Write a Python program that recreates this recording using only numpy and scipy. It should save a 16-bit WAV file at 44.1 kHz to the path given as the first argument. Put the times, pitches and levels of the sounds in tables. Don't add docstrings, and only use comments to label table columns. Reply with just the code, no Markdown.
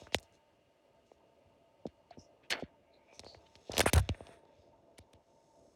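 import sys
import numpy as np
from scipy import signal
from scipy.fft import rfft, irfft, next_fast_len
from scipy.io import wavfile
from scipy.ndimage import uniform_filter1d, map_coordinates

SR = 44100
rng = np.random.default_rng(int(sys.argv[2]) if len(sys.argv) > 2 else 0)


def wrap_up_sound(samples):
    columns = np.atleast_2d(samples).T
    tamed = np.clip(columns, -1, 1)
    steps = np.round(tamed * 32767).astype(np.int16)
    wavfile.write(sys.argv[1], SR, steps)


def elevation(decibels):
    levels = np.asarray(decibels, float)
    return 10 ** (levels / 20)


N = 253575

# time in seconds, hum level in dB, air level in dB, both before a fixed trim.
ROOM_LEVELS = [(0, -62, -70.5), (.3, -72, -74.5), (0.501, -71, -79), (2.899, -67.5, -80.5), (3.6, -65, -77),
               (4.503, -63.5, -86), (5.2, -69, -87.5), (5.75, -66.5, -89)]
# frequency in Hz, relative density in dB.
HUM_SPECTRUM = [(21, -30.5), (35, -13.5), (76, -4), (200, -7.5), (323, -3.5), (505, -5), (563, -2),
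                (618, -11), (881, -10.5), (1400, -28), (1820, -53), (3080, -120)]
# frequency in Hz, relative density in dB.
AIR_SPECTRUM = [(650, -27.5), (1100, -6), (1260, 5), (1320, -5.5), (1970, -3), (2790, 1), (3770, -10),
                (15100, -27), (16000, -24)]
# centre in Hz, width in Hz, boost in dB.
DRONES = [(601, 30, 12), (672, 22, 16.5), (903.6, 18, 14.5), (1230, 30, 4.5), (1600, 110, 6.5),
          (2040, 35, 7.5), (2830, 35, 9.5)]
# time in seconds, level in dB before the ribs, centre in Hz.
RUSTLE_PATH = [(0, -63, 4060), (.075, -71.5, 4030), (.12, -108, 3940), (2.9, -108, 3200),
               (3.15, -74.5, 3480), (3.27, -72.5, 3940), (3.4, -79, 4140), (3.62, -74.5, 4300),
               (3.82, -54, 2680), (3.9, -64, 2900), (4.01, -64, 2550), (4.09, -70.5, 2240),
               (4.12, -68, 2000), (4.22, -70.5, 1860), (4.33, -66, 1670), (4.42, -84, 1715),
               (4.601, -78.5, 3500), (4.75, -91, 4000), (5.2, -90, 4963), (5.301, -82, 5140),
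               (5.6, -79, 5734), (5.75, -79.5, 5550)]
# time in seconds, level in dB before the ribs, centre in Hz.
SCRAPE_PATH = [(2.496, -90, 3570), (2.503, -33, 3650), (2.516, -36, 3000), (2.526, -33, 2340),
               (2.56, -50, 1880), (2.592, -59, 1800), (2.603, -57, 2660), (2.65, -66, 1850),
               (2.72, -92, 1700)]
# start in seconds, length in seconds, loudest level in dB before the
# ribs, centre in Hz, change over the length in dB.
SLIDES = [ (0.12, 0.048, -44, 4000, 15.5), (0.149, .022, -47, 6490, -10), (0.205, 0.097, -69, 4500, -14),
          (0.317, 0.073, -72, 5370, -0.5), (1.039, 0.15, -79, 5000, 3), (1.86, .068, -70.5, 2800, -8),
          (2.096, 0.1, -60, 2110, -26), (2.419, 0.06, -64.5, 2450, 6), (2.501, 0.14, -40, 480, -17),
          (3.109, .1, -62, 5500, 19), (3.452, .039, -62, 2940, -16), (3.648, 0.095, -56, 3900, 20.5),
          (3.7, .17, -44.5, 500, 8), (3.718, .007, -41, 5002, -6), (3.732, .013, -46, 3800, -2),
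          (3.744, 0.11, -45, 4320, 5.5), (3.947, .065, -33.5, 550, -7.5), (4.973, .014, -62, 3000, 8),
          (4.991, 0.063, -74, 3500, -2), (5.136, .045, -77, 3000, -2)]
SQUEAKS = [ (2.104, 0.021, -59, 4600, -12.5), (2.173, 0.14, -55.5, 5500, -31.5), (2.18, .1, -72, 6700, 6),
           (2.839, 0.3, -79.5, 2290, 6.5), (2.909, 0.1, -73, 3990, 1), (3.062, 0.15, -68, 2330, -6),
           (3.12, 0.081, -61, 5700, 10), (3.245, 0.18, -53.5, 4460, -18), (4.13, 0.33, -74, 8900, -3.5),
           (4.561, 0.19, -81, 4880, -8)]
# start in seconds, length in seconds, loudest level in dB before the
# ribs, centre in Hz.
JOLTS = [(3.778, .019, -36.5, 3440), (3.804, .016, -27, 2016), (3.823, .028, -52, 3502),
         (3.858, 0.022, -29.5, 1200), (3.874, .032, -34.5, 1500), (3.933, .011, -25.5, 4587),
         (3.946, 0.016, -45.5, 2458), (3.959, .011, -36.5, 3955), (3.978, .012, -35.5, 2934),
         (3.993, .013, -44, 4050), (4.981, 0.013, -50.5, 2920), (5.131, 0.0084, -59, 3170)]
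# time in seconds, click peak in dB before the ribs, click centre in Hz,
# knock drive in dB, thump drive in dB.
TAPS = [ (0.018, -69, 2580, -44.5, -55), (.07, -44.5, 1340, -51, -60), (0.123, -47, 2000, -48, -59),
        (0.1457, -10.5, 3030, -22, -38.5), (.185, -38, 3590, -54.5, -67), (0.1983, -49, 7840, -64, -68.5),
        (0.2292, -48, 5740, -64, -66), (.325, -58, 6170, -70, -77), (1.1159, -66, 2520, -46, -80),
        (1.854, -62, 1300, -28, -62.5), (1.867, -45.5, 3700, -49.5, -57), (2.109, -53.5, 4200, -69.5, -68),
        (2.171, -81, 1990, -43, -54), (2.5053, -21.5, 2850, -49, -56.5), (2.6228, -66, 1930, -29.5, -48.5),
        (3.127, -59, 2280, -51.5, -75), (3.156, -56.5, 6000, -72, -82), (3.1945, -29, 4100, -46.5, -57),
        (3.2353, -51, 1800, -48, -61), (3.246, -45, 4350, -47.5, -84), (3.264, -52.5, 2420, -42, -61),
        (3.3467, -47.5, 2600, -46.5, -87), (3.5548, -40, 3520, -55, -62), (3.6947, -64, 5000, -29.5, -45.5),
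        (3.712, -58, 2000, -59, -50.5), (3.738, -43, 2500, -38, -49), (3.769, -20.5, 3526, -33, -47),
        (3.781, -12.5, 3800, -27.5, -38), (3.7941, -11.5, 4500, -21, -42.5),
        (3.8047, -11.5, 3985, -19.5, -46), (3.8614, -35, 1484, -17.5, -33.5), (3.9324, -21, 8810, -24, -24),
        (4.0909, -23.5, 2468, -32, -28.5), (4.146, -44, 1590, -50, -62), (4.2056, -53.5, 2470, -38, -50.5),
        (4.2696, -41, 2660, -49, -74), (4.2896, -58, 1600, -45.5, -62), (4.4334, -83, 1347, -52, -77),
        (4.453, -62, 3990, -56, -84), (4.987, -53.5, 2800, -49, -53), (5.136, -53, 3100, -56, -59)]
# time in seconds, thud drive in dB.
PADS = [(1.854, -38), (1.867, -46), (2.179, -46.5), (2.63, -36.5), (3.834, -37)]
# time in seconds, thump drive in dB.
SHOVES = [(1.449, -64), (2.191, -59.5), (3.358, -56), (3.824, -41.5), (3.945, -28), (3.958, -19.5),
          (3.99, -26), (4.02, -37.5), (4.052, -48.5), (4.579, -61)]
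# start in seconds, level in dB before the envelope, pitch in Hz,
# 60 dB decay in seconds.
PANE_TAPS = [(2.109, -40, 700, .045)]
# centre in Hz, band reach in octaves,
# resonance width in Hz, peak gain in dB over the drive.
SHELL_MODES = [(522, 1, 430, 1.5), (225.6, 0.69, 210, 2), (86, .6, 55, 2)]
# centre in Hz, width in Hz, gain in dB.
RIBS = [(1800, 880, 4), (2810, 130, 0), (3120, 100, -0.5), (4800, 480, -3), (7360, 720, -2.5)]

AIR_PATCH_DB = 0.8
GRIP_DB, SNAG_DB = 2.6, 2.2
RUSTLE_OCTAVES, RUSTLE_NARROWS, RUSTLE_GRAIN_DB = 1, 0.67, 1.5
SCRAPE_OCTAVES, SCRAPE_WIDENS, SCRAPE_GRAIN_DB = 0.7, 0.5, 3
SLIDE_OCTAVES, SLIDE_NARROWS = 0.6, 0.3
SQUEAK_OCTAVES = 0.1
JOLT_OCTAVES, JOLT_FADE_DB = 1, -7.5
PORT_HZ, PORT_OCTAVES, PORT_DB = 9200, 0.17, -8
CHATTER_S, CHATTER_OCTAVES, CHATTER_FADE_DB = 0.016, 0.57, -10
CHATTER_DB, CHATTER_GROWS = -37.5, 0.54
FIRM_DB = -53
LEAD_S = 0.01
THUD_SHARE, THUD_DB = 0.33, -2.5
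LOW_CUT_HZ = 37


def unit(x):
    return x / np.sqrt(np.mean(x ** 2) + 1e-20)


def filtered(x, response):
    m = next_fast_len(x.shape[-1] + 8192)
    return irfft(rfft(x, m) * response(np.fft.rfftfreq(m, 1 / SR)), m)[..., :x.shape[-1]]


def resonance(f, hz, width_hz):
    return 1j * f * width_hz / (hz * hz - f * f + 1j * f * width_hz)


def band(hz, octaves):
    return lambda f: np.exp(-0.5 * (np.log2((f + 1) / hz) / octaves) ** 2)


def add(track, s, sound):
    part = track[round(s * SR):][:len(sound)]
    part += sound[:len(part)]


def patchy(depth_db):
    z = signal.stft(rng.standard_normal(N + 512), nperseg=512)[2]
    field = uniform_filter1d(rng.standard_normal(z.shape), 6, axis=0)
    field = uniform_filter1d(field, 12, axis=1)
    return signal.istft(z * elevation(depth_db * unit(field)), nperseg=512)[1][:N]


def grip_gain(f, knots):
    return elevation(GRIP_DB * map_coordinates(knots, [f / 280]))


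def room_colour(points):
    hz, db = np.transpose(points)

    def response(f):
        drones = 1 + sum((elevation(boost_db) - 1) * np.abs(resonance(f, centre, width)) ** 2
                         for centre, width, boost_db in DRONES)
        return drones * elevation(np.interp(np.log(f + 1), np.log(hz), db))
    return response


def room():
    s, hum_db, air_db = np.transpose(ROOM_LEVELS)
    t = np.arange(N) / SR
    hum = unit(filtered(patchy(depth_db=2.5), room_colour(HUM_SPECTRUM)))
    air = unit(filtered(patchy(depth_db=AIR_PATCH_DB), room_colour(AIR_SPECTRUM)))
    return elevation(np.interp(t, s, hum_db) + 1) * hum + elevation(np.interp(t, s, air_db) - 1) * air


def moving_rub(path, octaves, narrows, grain_db):
    s, level_db, hz = np.transpose(path)
    grain = unit(uniform_filter1d(rng.standard_normal(N), 120))
    noise = rng.standard_normal(N) * elevation(grain_db * grain)
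    f, t, z = signal.stft(unit(noise), SR, nperseg=512)
    centre_hz = np.interp(t, s, hz)
    width_octaves = octaves * (2000 / centre_hz) ** narrows
    grip = grip_gain(f, rng.standard_normal(128))[:, None]
    shape = grip * band(centre_hz, width_octaves)(f[:, None])
    shape = shape / np.sqrt(np.mean(shape ** 2, axis=0))
    rub = signal.istft(z * shape, nperseg=512)[1][:N]
    return rub * elevation(np.interp(np.arange(N) / SR, s, level_db))


def rustle():
    return moving_rub(RUSTLE_PATH, RUSTLE_OCTAVES, RUSTLE_NARROWS, RUSTLE_GRAIN_DB)


def scrape():
    return moving_rub(SCRAPE_PATH, SCRAPE_OCTAVES, -SCRAPE_WIDENS, SCRAPE_GRAIN_DB)


def strokes():
    rubs = []
    for s, length, db, hz, change_db in SLIDES:
        rubs.append((s, length, db, hz, SLIDE_OCTAVES * (2000 / hz) ** SLIDE_NARROWS, change_db))
    for s, length, db, hz, change_db in SQUEAKS:
        rubs.append((s, length, db, hz, SQUEAK_OCTAVES, change_db))
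    for s, length, db, hz in JOLTS:
        rubs.append((s, length, db, hz, JOLT_OCTAVES, JOLT_FADE_DB))
        rubs.append((s, length, db + PORT_DB, PORT_HZ, PORT_OCTAVES, 0))
    for s, db, hz, *_ in TAPS:
        if db > FIRM_DB:
            chatter_db = CHATTER_DB + CHATTER_GROWS * db
            rubs.append((s, CHATTER_S, chatter_db, hz * 1.1, CHATTER_OCTAVES, CHATTER_FADE_DB))
    return rubs


def slides():
    out = np.zeros(N)
    for s, length, db, hz, octaves, change_db in strokes():
        u = np.linspace(0, 1, round(length * SR))
        noise, fast, slow, knots = rng.standard_normal((4, SR // 2))

        def colour(f):
            skirt = elevation(-19.5) * band(hz, octaves + 0.4)(f)
            return (band(hz, octaves)(f) + skirt) * grip_gain(f, knots[:128])

        slips_db = 1.6 * unit(uniform_filter1d(fast, 50))
        snags_db = SNAG_DB * unit(uniform_filter1d(slow, 300))
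        grain_db = min(1, 0.59 + octaves) * (slips_db + snags_db)[:len(u)]
        rub = unit(filtered(noise[:len(u)], colour) * elevation(grain_db))
        soft = np.clip((-44.5 - db) / 55, 0.04, min(0.4, 0.032 / length))
        edges = np.clip(np.minimum(u / soft, (1 - u) / (soft + 0.28)), 0, 1) ** 1.4
        add(out, s, rub * edges * elevation(db + change_db * u - max(change_db, 0)))
    return out


def shell_notes(lag_turns):
    blow = np.zeros(SR // 5)
    blow[round(LEAD_S * SR)] = 1
    notes = []
    for hz, octaves, width_hz, db in SHELL_MODES:
        def response(f):
            lag = np.exp(-2j * np.pi * lag_turns * np.log((f + 20) / 4000))
            return band(hz, octaves)(f) * resonance(f, hz, width_hz) * lag
        note = filtered(blow, response)
        notes.append(elevation(db) * note / np.abs(note).max())
    return notes


def pane_ring(db, hz, t60_s):
    t = np.arange(SR // 10) / SR
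    onset = 1 - np.exp(-t / 0.00077)
    return elevation(db - 60 * t / t60_s) * onset * np.sin(2 * np.pi * hz * t)


def taps():
    clicks, knocks = np.zeros(N), np.zeros(N)
    notes = shell_notes(lag_turns=1.25)
    t = np.arange(SR // 10) / SR
    snap_envelope = elevation(-60 * np.abs(t - LEAD_S) / np.where(t < LEAD_S, 0.001, 0.004))
    for s, db, hz, knock_db, thump_db in TAPS:
        snap = rng.standard_normal(len(t)) * snap_envelope
        snap = filtered(snap, band(hz, octaves=0.99 + db / 110))
        add(clicks, s - LEAD_S, elevation(db) * snap / np.abs(snap).max())
        thud_db = THUD_SHARE * knock_db + (1 - THUD_SHARE) * thump_db + THUD_DB
        knock = elevation([knock_db, thud_db, thump_db]) @ notes
        top_hz = np.clip(1900 * 2 ** ((db - knock_db) / 28), 800, 4000)
        add(knocks, s - LEAD_S, filtered(knock, lambda f: np.exp(-(f / top_hz) ** 4)))
    for s, db in PADS:
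        add(knocks, s - LEAD_S, elevation(db) * notes[1])
    for s, db in SHOVES:
        add(knocks, s - LEAD_S, elevation(db) * notes[2])
    for s, db, hz, t60_s in PANE_TAPS:
        add(knocks, s, pane_ring(db, hz, t60_s))
    return clicks, knocks


def ribs(f):
    return np.prod([1 + (elevation(db) - 1) * resonance(f, hz, width_hz) for hz, width_hz, db in RIBS], axis=0)


def scene():
    clicks, knocks = taps()
    treble = filtered(clicks + slides() + rustle() + scrape(), ribs)
    return (treble + knocks + room())[None]


def roll_off(x):
    return signal.sosfilt(signal.butter(12, 16800, fs=SR, output="sos"), x)


def record(dry):
    hiss = elevation(-90.5) * unit(filtered(rng.standard_normal(dry.shape), band(3400, octaves=1.1)))
    low_cut = signal.butter(N=8, Wn=LOW_CUT_HZ, btype="high", fs=SR, output="sos")
    mix = signal.sosfilt(low_cut, dry + hiss)
    return roll_off(mix)


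dry = scene()
out = record(dry)
wrap_up_sound(out)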